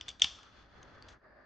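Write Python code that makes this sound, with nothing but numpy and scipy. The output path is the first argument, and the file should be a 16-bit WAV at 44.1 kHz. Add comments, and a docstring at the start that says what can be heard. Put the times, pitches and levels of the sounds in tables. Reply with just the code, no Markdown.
"""A kitchen, phone microphone close to a walnut being prised apart by hand. The seam ticks and creaks, then
gives at 0.22 s with one sharp crack and a second snap. Each break rings the hollow shell; the table and the
room answer. A fingertip slides along the shell, and loose pieces tick against it until 1.1 s. The low room
noise and appliance hum behind them dip near 1.2 s, and a thin, distant whirr comes forward."""
import sys
import numpy as np
from scipy import signal
from scipy.fft import rfft, irfft, next_fast_len
from scipy.io import wavfile
from scipy.ndimage import uniform_filter1d

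SR = 44100
rng = np.random.default_rng(int(sys.argv[2]) if len(sys.argv) > 2 else 0)


def master_out(mix):
    """Clip the mix to full scale and print it as 16-bit PCM to the path in sys.argv[1]."""
    frames = np.transpose(np.atleast_2d(mix))
    ceiling = np.clip(frames, -1, 1)
    pcm = np.round(ceiling * 32767).astype(np.int16)
    wavfile.write(sys.argv[1], SR, pcm)


N = 63945

# breaks (peak time [s], level [dB], length [ms], treble tilt [dB/octave], pitch [ratio], splinters [dB])
FRACTURES = [(0.0117, -30.5, 0.84, -1, 1.0, -11), (0.0837, -31, 1.36, -1, 1.054, -10.5),
             (0.086, -42.5, 0.85, 2, 1.02, -10.5), (.0900, -37, 1.2, 7, 1.03, -7),
             (0.0926, -38.5, 1.9, 4, 1.02, -11.5), (0.0968, -39, 1.1, -3, 1.02, -16.5),
             (0.1041, -38, 2.0, -7, 1.03, -13), (.1140, -47, 1.7, -3.5, 0.95, -15),
             (0.1978, -41, .7, 3.5, 1.1, -9), (0.2173, -36.5, 1.1, 1, 1.1, -11),
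             (0.2205, -7, 1.0, 2.5, 0.993, -24), (.2250, -20.5, 0.8, -5.5, 1.0, -24),
             (0.2422, -24.5, .8, -5.5, 1.2, -20), (0.244, -17, 0.95, -10.5, 1.02, -15.5),
             (0.2462, -19.5, .6, -10, 0.95, -13.5)]
# modes of the shell held in the fingers (frequency [Hz], gain [dB], length against the break [ratio])
SHELL_MODES = [(1450, -29, 0.92), (2226, -16.5, 0.91), (2850, -11, 1.1), (3360, -2, 1.2),
               (4333, -20.5, 0.8), (4870, -23, 0.77), (5712, -14, .9), (6290, -17, .9), (7250, -18.5, .8),
               (8550, -34.5, 1.4)]
# ring of the shell's hollow (frequency [Hz], gain [dB], t60 [s])
HOLLOW_MODES = [(3260, -29.5, .075), (3546, -17, 0.059), (2850, -38.5, .06), (5340, -41.5, .05),
                (5880, -38.5, .05)]
# loose pieces (start [s], level [dB], time to peak [s], ring [Hz], ring over scrape [dB])
PIECE_TICKS = [(.385, -60.5, 0.0035, 1283, 8.5), (0.4301, -57, 0.0017, 3400, 3),
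               (0.8287, -55, 0.0016, 6300, 2), (1.024, -47.5, 0.00079, 4590, 5.5),
               (1.0821, -54, 0.0056, 3347, -5.5), (1.096, -64, 0.0096, 4870, -12),
               (1.118, -69.5, .012, 6270, -10)]
# knocks of hands and nut (start [s], level [dB], pitch [Hz])
KNOCKS = [(.005, -55, 76.5), (.070, -66, 756), (0.08, -56, 55), (.228, -47, 75.2), (0.299, -57, 56),
          (1.064, -55, 86.4)]
# partials of the appliance hum (frequency [Hz], level [dB])
HUM_PARTIALS = [(50.5, -71), (100, -76), (198, -78.5), (255, -77.5), (300, -79.5), (393, -83), (595, -85),
                (1245, -76.5), (1500, -77.5)]

# spectra (frequency [Hz], gain [dB])
SPLINTER_SPECTRUM = [(80, -4), (400, -5), (750, -5), (1000, -6), (1500, -3.5), (2200, 1), (3300, 2.5),
                     (6500, -4), (9000, -18), (10500, -42)]  # spray of splinters
SCRAPE_SPECTRUM = [(300, -2.5), (1500, 2.5), (3300, 6.5), (4700, 2), (6500, 3), (8500, -16), (10000, -32)]  # loose pieces slipping
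RUB_SPECTRUM = [(1000, -2.5), (2300, -1), (2800, 1), (3150, -1), (3420, 8.5), (3750, -6), (4200, 1.5),
                (4700, -1.5), (5500, -8), (6400, -9), (7500, -26), (9500, -36)]  # fingers on the shell
SLIDE_SPECTRUM = [(300, -26), (1000, -14), (1260, 2.5), (1400, -2.5), (1750, -16), (3000, -32),
                  (9000, -59.5)]  # fingertip sliding on the shell
ECHO_SPECTRUM = [(200, 3.5), (1200, 10.5), (2100, -3.5), (2600, 2), (3250, -3.5), (3900, 2.5), (4700, 10),
                 (5800, 1.5), (6500, 1), (7500, -3), (9500, -3)]  # reflections
AIR_SPECTRUM = [(25, -3), (60, 8), (110, 5.5), (170, 0.5), (300, 0), (450, -1.5), (620, -0.5), (950, -4),
                (1250, -0.5), (1450, -2.5), (1700, -1), (2050, -9.5), (2500, -19), (4000, -35),
                (9000, -61.5)]  # room noise
WHIRR_SPECTRUM = [(100, -12.5), (300, -0.5), (420, 0), (530, -3), (600, 9.5), (680, -2), (950, -5.5),
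                  (1220, -1.5), (1400, -6), (1720, 4), (1950, -6.5), (2300, -16.5), (3000, -32),
                  (4000, -27), (4800, -19.5), (5400, -36), (8000, -57)]  # distant whirr
SIDE_SPECTRUM = [(30, -13.5), (70, -13.5), (130, -8.5), (250, -6), (450, -4), (1000, -8), (2000, -3),
                 (5000, -2)]  # stereo width of room noise and whirr
LEFT_OVER_RIGHT = [(60, 0.7), (250, 0.34), (2800, 1.5), (4500, 2), (9000, 0)]  # balance at the microphone
RUMBLE_SPECTRUM = [(20, -12), (35, -4), (50, 0), (70, -4), (110, -14), (300, -45), (2000, -80)]  # phone

# envelopes (time [s], level [dB])
RUB_ENVELOPE = [(0, -62.5), (.04, -70), (.07, -63), (.13, -71), (.188, -88.5), (.205, -54.5), (.3, -67.5),
                (.48, -68), (.54, -69.5), (.57, -64), (.68, -75.5), (.78, -69), (1.0, -71.5), (1.13, -69),
                (1.19, -95), (1.3, -105), (1.45, -85)]  # fingers
SLIDE_ENVELOPE = [(.35, -99), (.385, -70.5), (.49, -65), (.56, -86), (.62, -101)]  # fingertip slide
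AIR_ENVELOPE = [(0, -64), (.17, -64.5), (.33, -61), (.4, -64), (.55, -63), (.69, -64), (.77, -58.5),
                (1.0, -59.5), (1.12, -59.5), (1.172, -62.5), (1.19, -70), (1.215, -70.5), (1.3, -65),
                (1.45, -66.5)]  # room noise
WHIRR_ENVELOPE = [(1.13, -95), (1.2, -81), (1.24, -65), (1.31, -62.5), (1.45, -62)]  # whirr
# rise and fall shared by hum and rumble (time [s], gain [dB])
HUM_ENVELOPE = [(0, -2), (.4, -3.5), (.65, -2.5), (.8, -0.5), (1.03, 2.5), (1.12, -8), (1.19, -21),
                (1.3, -10), (1.45, -13)]

# reflections from close by and from the walls (delay [s], gain [dB], t60 [s])
TABLE_ECHO, ROOM_ECHO = (0.0027, -12.5, .13), (.012, -17, .48)


def shell_breaks(splinter_rise_s=.0013):
    """Close up: each break drives the damped shell modes, leaves the hollow ringing, sheds splinters."""
    out, splinters = np.zeros(N), noise(SPLINTER_SPECTRUM)
    tilt_from_hz = SHELL_MODES[2][0]
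    for peak, db, length_ms, tilt_db, pitch, splinter_db in FRACTURES:
        t, length = np.arange(N) / SR - peak, length_ms / 1000
        age = since(peak - length)
        attack = np.minimum(age / length, 1)
        gain = lambda hz, mode_db: undb(db + mode_db + tilt_db * np.log2(max(hz / tilt_from_hz, 1)))
        for hz, mode_db, share in SHELL_MODES:
            out += gain(hz, mode_db) * fracture(t / (length * share)) * np.sin(2 * np.pi * hz * pitch * t)
        for hz, mode_db, t60 in HOLLOW_MODES:
            ring = np.sin(2 * np.pi * (hz * t + rng.random()))
            out += gain(hz, mode_db) * attack * decay(age, t60) * ring
        out += undb(db + splinter_db) * splinters * swell(age / splinter_rise_s)
    return out


def fracture(u, rise_power=1.5, fall_power=3.2):
    """A fracture gathers up to u = 0 and is damped quickly by the fingers."""
    return np.exp(-np.abs(u) ** np.where(u < 0, rise_power, fall_power))


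def loose_pieces():
    """Loose pieces catch and slip: brief scrapes, each with the ring of its own piece."""
    out, scrape = np.zeros(N), noise(SCRAPE_SPECTRUM)
    for start, db, rise_s, hz, ring_db in PIECE_TICKS:
        t = since(start)
        ring = undb(ring_db) * np.sin(2 * np.pi * hz * t)
        out += undb(db) * (scrape + ring) * swell(t / rise_s)
    return out


def hand_knocks(rise_s=.016):
    """Dull knocks of the hands and the nut as the shell shifts and lets go."""
    return sum(undb(db) * swell(since(start) / rise_s) * np.sin(2 * np.pi * hz * since(start))
               for start, db, hz in KNOCKS)


def shell_friction(flicker_db=1.5):
    """Fingers rub faintly on the shell, and a fingertip slides along it with a dull scrape."""
    rub = wide(RUB_SPECTRUM, side_db=-4) * curve(RUB_ENVELOPE)
    slide = wide(SLIDE_SPECTRUM, side_db=-9.5) * curve(SLIDE_ENVELOPE)
    return (rub + slide) * undb(flicker_db * wander(120))


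def reflections(direct):
    """Quick echoes from the table and basket nearby, then the kitchen's longer tail."""
    response = 0
    for delay, db, t60 in (TABLE_ECHO, ROOM_ECHO):
        t = since(delay)
        fade = (t > 0) * decay(t, t60)
        fade /= np.sqrt(np.sum(fade ** 2))
        response = response + undb(db) * wide(ECHO_SPECTRUM, side_db=-12.5) * fade
    return signal.fftconvolve(direct[None], response, axes=1)[:, :N]


def room_tone(flicker_db=1.0):
    """Dull noise all round the microphone, and a distant whirr that comes forward at the end."""
    spread = lambda spectrum: mid_side(noise(spectrum), colour(noise(spectrum), SIDE_SPECTRUM))
    air = spread(AIR_SPECTRUM) * curve(AIR_ENVELOPE)
    whirr = spread(WHIRR_SPECTRUM) * curve(WHIRR_ENVELOPE)
    return (air + whirr) * undb(flicker_db * wander(30))


def appliance_hum(drift_hz=3.0, waver_db=2):
    """An appliance hums in the background, each partial wavering in level and pitch."""
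    hum = np.zeros(N)
    for hz, db in HUM_PARTIALS:
        amplitude = np.sqrt(2) * undb(db + waver_db * wander(13))
        cycles = np.cumsum(hz + drift_hz * wander(14)) / SR
        hum += amplitude * np.sin(2 * np.pi * (cycles + rng.random()))
    return hum * curve(HUM_ENVELOPE)


def handling_rumble(gain_db=-69):
    """Low rumble of the handled phone, rising and falling with the hum."""
    return undb(gain_db) * wide(RUMBLE_SPECTRUM, side_db=-14) * curve(HUM_ENVELOPE)


def undb(db):
    """Decibels to gain."""
    return 10 ** (np.asarray(db) / 20)


def unit(x):
    """Scale to an rms of one."""
    return x / np.sqrt(np.mean(x ** 2))


def curve(envelope):
    """Gain over time from (time [s], level [dB]) points."""
    return undb(np.interp(np.arange(N) / SR, *np.array(envelope).T))


def colour(x, spectrum):
    """Filter by (frequency [Hz], gain [dB]) points."""
    hz, db = np.array(spectrum).T
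    size = next_fast_len(N + SR // 10)
    bins_hz = np.maximum(np.fft.rfftfreq(size, 1 / SR), 1)
    gain = undb(np.interp(np.log(bins_hz), np.log(hz), db))
    return irfft(rfft(x, size) * gain, size)[:N]


def noise(spectrum):
    """Coloured noise with an rms of one."""
    return unit(colour(rng.standard_normal(N), spectrum))


def mid_side(mid, side):
    """Left and right from a mid and a side signal."""
    return np.array([mid + side, mid - side])


def wide(spectrum, side_db):
    """Coloured noise that differs partly between left and right."""
    return mid_side(noise(spectrum), undb(side_db) * noise(spectrum))


def wander(rate_hz):
    """Smooth random drift with an rms of one."""
    hold = int(SR / rate_hz)
    steps = np.repeat(rng.standard_normal(N // hold + 1), hold)
    return unit(uniform_filter1d(uniform_filter1d(steps, hold), hold)[:N])


def since(start):
    """Seconds since a moment, zero before it."""
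    return np.maximum(np.arange(N) / SR - start, 0)


def swell(u):
    """A rounded burst that peaks at u = 1."""
    return (u * np.exp(1 - u)) ** 2


def decay(t, t60):
    """A fall of 60 dB every t60 seconds."""
    return np.exp(-np.log(1000) * t / t60)


def scene(piece_echo_db=-6.5):
    """The nut close to the microphone and just left of centre, the kitchen around it."""
    cracks, pieces = shell_breaks(), loose_pieces()
    echoes = reflections(cracks + undb(piece_echo_db) * pieces)
    bed = room_tone() + shell_friction() + appliance_hum() + handling_rumble()
    left, right = cracks + pieces + hand_knocks() + echoes + bed
    return np.array([colour(left, [(hz, db / 2) for hz, db in LEFT_OVER_RIGHT]),
                     colour(right, [(hz, -db / 2) for hz, db in LEFT_OVER_RIGHT])])


def record(dry):
    """The phone rounds the loudest peak and cuts the top steeply."""
    ceiling, top_hz = .75, 9450
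    lowpass = signal.ellip(8, .2, 70, top_hz, fs=SR, output="sos")
    return signal.sosfilt(lowpass, ceiling * np.tanh(dry / ceiling))


dry = scene()
out = record(dry)
master_out(out)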